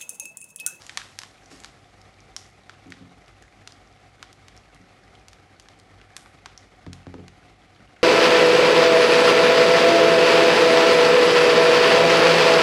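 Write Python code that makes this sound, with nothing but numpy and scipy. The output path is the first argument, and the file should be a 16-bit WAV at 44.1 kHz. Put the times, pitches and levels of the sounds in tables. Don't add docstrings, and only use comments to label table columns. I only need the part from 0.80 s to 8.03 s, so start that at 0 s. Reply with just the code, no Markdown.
import sys
import numpy as np
from scipy import signal
from scipy.fft import rfft, irfft
from scipy.io import wavfile

SR = 44100
rng = np.random.default_rng(int(sys.argv[2]) if len(sys.argv) > 2 else 0)


def wav_out(sig):
    wavfile.write(sys.argv[1], SR, np.round(np.clip(np.atleast_2d(sig).T, -1, 1) * 32767).astype(np.int16))


N = 318842

# pitch_hz, relative_level_db
BURNER_SPECTRUM = [(25, -12), (38, -9.5), (70, -12), (150, -9.5), (330, -11), (600, -13.5), (950, -20),
                   (1270, -14), (1600, -20.5), (2170, -15.5), (2700, -23.5), (4500, -26.5), (8000, -35.5),
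                   (11500, -42)]
# pitch_hz, width_at_half_lift_hz, lift_db
FLAME_HOLLOWS = [(51.3, 14.4, 13.5), (97.7, 16.6, 14.5), (135, 8.8, 8.5), (282.2, 6.6, 5), (755.6, 130, 10)]
# pitch_hz, relative_level_db
FIZZ_SPECTRUM = [(600, -6), (1500, -4.5), (3000, -8), (5500, -5.5), (8000, -11), (11000, -19.5)]
# start_s, level_db, settling_db_per_s
SPATULA_STROKES = [(0, -52, 26.5), (0.714, -49.5, 118)]
# pitch_hz, relative_level_db
BOWL_RADIATION = [(200, -44), (500, -13.5), (750, -4), (1100, 3.5), (1800, 1.5), (2300, -0.5), (2750, 1),
                  (3400, 4), (4500, 2), (5600, 3.5), (7000, 0.5), (9000, -3.5), (11000, -7)]
# delay_s, gain_ratio
FIRST_ECHOES = [(.00044, 0.24), (.0013, 0.14), (.0045, .17)]
# pitch_hz, t60_s
KITCHEN_DECAY = [(150, 0.63), (1000, 0.46), (3000, 0.46), (6000, 0.36), (11000, 0.54)]
# start_s, level_db (over 1 ms), cavity_pitch_hz, husk_snap_db (against the ring)
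LOUD_SEEDS = [(0.0202, -37.5, 4860, -11), (.0664, -35, 7020, -8), (0.0951, -27, 2020, -18),
              (0.1739, -16, 1820, -2), (.2168, -31.5, 1840, -30), (.3891, -23, 5000, -2.5),
              (0.4176, -33.5, 950, -5), (0.4345, -30.5, 1390, -6), (.6593, -44.5, 5900, -15),
              (.802, -40, 7700, -13), (0.8374, -38.5, 2320, 2), (0.8458, -29.5, 1170, 15),
              (.8588, -40, 4310, -10), (1.2155, -45.5, 5140, -12), (1.4047, -47, 5620, -28),
              (1.5647, -22, 5420, -9), (1.8956, -30.5, 1370, -19.5), (2.1045, -42.5, 8600, 1),
              (2.1219, -29, 1920, -24), (2.4812, -46, 2630, -9), (2.6247, -45, 7000, -8),
              (2.8751, -30, 1320, 6), (2.9223, -40.5, 5000, -14), (3.4278, -28.5, 1080, -7.5),
              (3.5292, -41.5, 5400, -2), (3.6833, -38, 1950, -4), (3.766, -46, 7000, -3),
              (3.7762, -42.5, 5600, -21), (3.9468, -47.5, 9300, -9), (4.3527, -46, 3350, -30),
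              (4.484, -37, 5730, -3), (4.5319, -40, 1870, -5), (4.7986, -38, 4700, 2),
              (4.8865, -39, 910, 0), (4.9988, -45.5, 4500, -4), (5.2146, -42, 2290, -35),
              (5.3663, -26.5, 8800, -3), (5.4602, -40, 950, -32), (5.6592, -28.5, 930, -10),
              (5.7768, -34, 5600, -22), (6.1315, -32, 2050, 13), (6.4816, -37, 1900, -9)]
# start_s, level_db, blow_centre_hz, blow_q (narrowness), contact_clack_db
DULL_KNOCKS = [(0.716, -52, 286, 4.2, -51), (2.058, -48, 286, 2.3, -65), (2.087, -51, 195, .8, -69),
               (2.209, -46, 208, 2.7, -56.5), (3.999, -54.5, 207, 3.1, -73),
               (6.065, -38.3, 155, 0.83, -41.5), (6.268, -40, 174, 0.52, -45),
               (6.341, -41, 290, 0.6, -42.5), (6.383, -42.5, 327, 0.55, -54.5),
               (6.995, -57, 210, 7.6, -56.5)]
# pitch_hz, relative_level_db, t60_s
STOVE_MODES = [(91, 1, 0.48), (139, -7.5, 0.62), (179.8, -4, 0.5), (235, -14, 0.6), (266.6, -2, 0.34),
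               (301.6, -8, 0.21), (352, -10, 0.38), (424, -9.5, 0.34), (495, -5.5, 0.12), (738, -30, 0.067)]

RESTING_FIZZ_DB, DRYING_DB_PER_S = -67, 2.4
STIR_RISE_DB_PER_S = 1000
CAVITY_WIDTH_HZ = 670
FAINT_DB, FAINT_SPREAD_DB, FAINT_SNAP_DB = -54, -1.5, -19
FAINT_LOW_HZ, FAINT_HIGH_HZ = 1730, 8200
TICK_HZ, TICK_Q, TICK_SNAP_DB, TICK_DB = 1150, 0.96, -26, 4
TOP_HZ = 11800


def gain_of(db):
    return 10 ** (np.asarray(db) / 20)


def evened(x):
    return x / np.sqrt(np.mean(x ** 2) + 1e-20)


def read(points, hz):
    f, value = np.transpose(points)
    return np.interp(np.log(hz + 1), np.log(f + 1), value)


def add(mix, s, sound):
    part = mix[max(round(s * SR), 0):][:len(sound)]
    part += sound[:len(part)]


def drift(rate_hz):
    hz = np.fft.rfftfreq(N, 1 / SR)
    low_pass = (hz > 0) / (1 + (hz / rate_hz) ** 4)
    return evened(irfft(rfft(rng.standard_normal(N)) * low_pass, N))


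def burner(level_db=-53.5, flutter_db=1.52):
    hz = np.fft.rfftfreq(N, 1 / SR)
    colour_db = read(BURNER_SPECTRUM, hz)
    for f, width, lift_db in FLAME_HOLLOWS:
        colour_db = colour_db + lift_db / (1 + (2 * (hz - f) / width) ** 4)
    rush = evened(irfft(rfft(rng.standard_normal(N)) * gain_of(colour_db), N))
    return gain_of(level_db + flutter_db * drift(rate_hz=31.0)) * rush


def fizz(per_s=1500):
    t = np.arange(N) / SR
    ticks = rng.choice([-1, 1], N) * (rng.random(N) < per_s / SR)
    colour = gain_of(read(FIZZ_SPECTRUM, np.fft.rfftfreq(N, 1 / SR)))
    sound = irfft(rfft(ticks) * colour, N)
    levels_db = [RESTING_FIZZ_DB - DRYING_DB_PER_S * t]
    for s, db, settling in SPATULA_STROKES:
        fall_db = np.maximum(STIR_RISE_DB_PER_S * (s - t), settling * (t - s))
        levels_db.append(db - fall_db)
    envelope = np.linalg.norm(gain_of(levels_db), axis=0)
    return evened(sound) * envelope


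def bubbles(level_db=-67.5, per_s=75, spread_db=4.5, count=16):
    out = np.zeros(N)
    for hz in np.geomspace(1500, 4400, count):
        strengths = gain_of(spread_db * np.minimum(rng.exponential(1, N), 2.8))
        breaks = strengths * (rng.random(N) < per_s / count / SR)
        out += signal.oaconvolve(breaks, burst(hz, q=17.0))[:N] / hz
    return gain_of(level_db) * evened(out)


def burst(hz, q, snap_db=-30, size=1024):
    f = np.fft.rfftfreq(size, 1 / SR) + 1
    ring_power = 1 / (1 + (q * (f / hz - hz / f)) ** 2)
    gain = gain_of(read(BOWL_RADIATION, f)) * np.sqrt(ring_power + gain_of(snap_db) ** 2)
    gain /= np.sqrt(1 + (f / (180 * np.sqrt(hz))) ** 4)
    log_gain = np.log(np.r_[gain, gain[-2:0:-1]] + 1e-5)
    click = np.fft.ifft(np.exp(np.conj(signal.hilbert(log_gain)))).real[:size // 2]
    return click / np.linalg.norm(click)


def scatter(t60, onset_s, size=1500):
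    t = np.arange(size) / SR
    onset = 1 - np.exp(-(t / onset_s) ** 2)
    patter = rng.standard_normal(size) * gain_of(-60 * t / t60) * onset
    return patter / np.linalg.norm(patter)


def kitchen(build_s=0.0074, size=22000):
    taps = rng.standard_normal(size) * (rng.random(size) < 5000 / SR)
    hz, t, bands = signal.stft(taps, SR, nperseg=256)
    decay = gain_of(-60 * t / read(KITCHEN_DECAY, hz)[:, None])
    tail = signal.istft(bands * decay, SR, nperseg=256)[1]
    tail *= 1 - np.exp(-(np.arange(len(tail)) / SR / build_s) ** 2)
    return tail / np.linalg.norm(tail)


def pop(db, hz, q, snap_db, room_db=-8.5, room_q_share=0.36):
    near = gain_of(-4.0) * scatter(t60=0.02, onset_s=0.00033)
    near[0] += 1
    for delay, gain in FIRST_ECHOES:
        add(near, delay * (1 + .03 * rng.standard_normal()), np.array([gain]))
    direct = signal.fftconvolve(burst(hz, q, snap_db), near)
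    blurred = burst(hz, q * room_q_share, snap_db)
    sound = gain_of(room_db) * signal.fftconvolve(blurred, kitchen())
    add(sound, 0, direct / np.linalg.norm(direct))
    return gain_of(db) * np.sqrt(SR / 1000) * sound


def pops():
    out = np.zeros(N)
    for s, db, hz, snap_db in LOUD_SEEDS:
        add(out, s, pop(db, hz, hz / CAVITY_WIDTH_HZ, snap_db))
    return out


def faint_pops(count=24):
    out = np.zeros(N)
    for k, (when, strength, smallness) in enumerate(rng.random((count, 3))):
        hz = FAINT_LOW_HZ * (FAINT_HIGH_HZ / FAINT_LOW_HZ) ** smallness
        db = FAINT_DB + FAINT_SPREAD_DB * (2 * strength - 1)
        s = (k + 2 * when) / count * N / SR
        add(out, s, pop(db, hz, hz / CAVITY_WIDTH_HZ, FAINT_SNAP_DB))
    return out


def puff(t, low_hz, high_hz, t60):
    band = signal.butter(2, [low_hz, high_hz], "band", fs=SR, output="sos")
    return signal.sosfilt(band, rng.standard_normal(len(t)) * gain_of(-60 * t / t60))


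def knocks(rise_s=0.00018, rattle_db=-13, rattle_t60=0.22, clack_t60=0.017):
    out, t = np.zeros(N), np.arange(SR // 2) / SR
    for s, db, hz, q, clack_db in DULL_KNOCKS:
        ring = np.zeros(len(t))
        for f, level, t60 in STOVE_MODES:
            ring += gain_of(level - 60 * t / t60) * np.sin(2 * np.pi * (f * t + rng.random()))
        body = evened(ring) + gain_of(rattle_db) * evened(puff(t, 87, 770, rattle_t60))
        blow = signal.bilinear([1 / q, 0], [1, 1 / q, 1], SR / (2 * np.pi * hz))
        thud = signal.lfilter(*blow, body * (1 - np.exp(-t / rise_s)))
        add(out, s, gain_of(db) * thud / np.std(thud[:SR // 20]))
        clack = puff(t, 214, 740, clack_t60)
        add(out, s, gain_of(clack_db) * clack / np.std(clack[:SR // 100]))
        add(out, s, pop(clack_db + TICK_DB, TICK_HZ, TICK_Q, TICK_SNAP_DB))
    return out


def scene():
    oil = bubbles() + fizz()
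    oil = oil + gain_of(-2.5) * signal.fftconvolve(oil, kitchen())[:N]
    return (burner() + oil + pops() + faint_pops() + knocks())[None]


def record(dry):
    high_pass = signal.butter(8, 41, "high", fs=SR, output="sos")
    thinned = signal.sosfilt(high_pass, dry)
    low_pass = signal.firwin(255, TOP_HZ, window=("kaiser", 8), fs=SR)
    return signal.oaconvolve(thinned, low_pass[None], "same")


dry = scene()
out = record(dry)
wav_out(out)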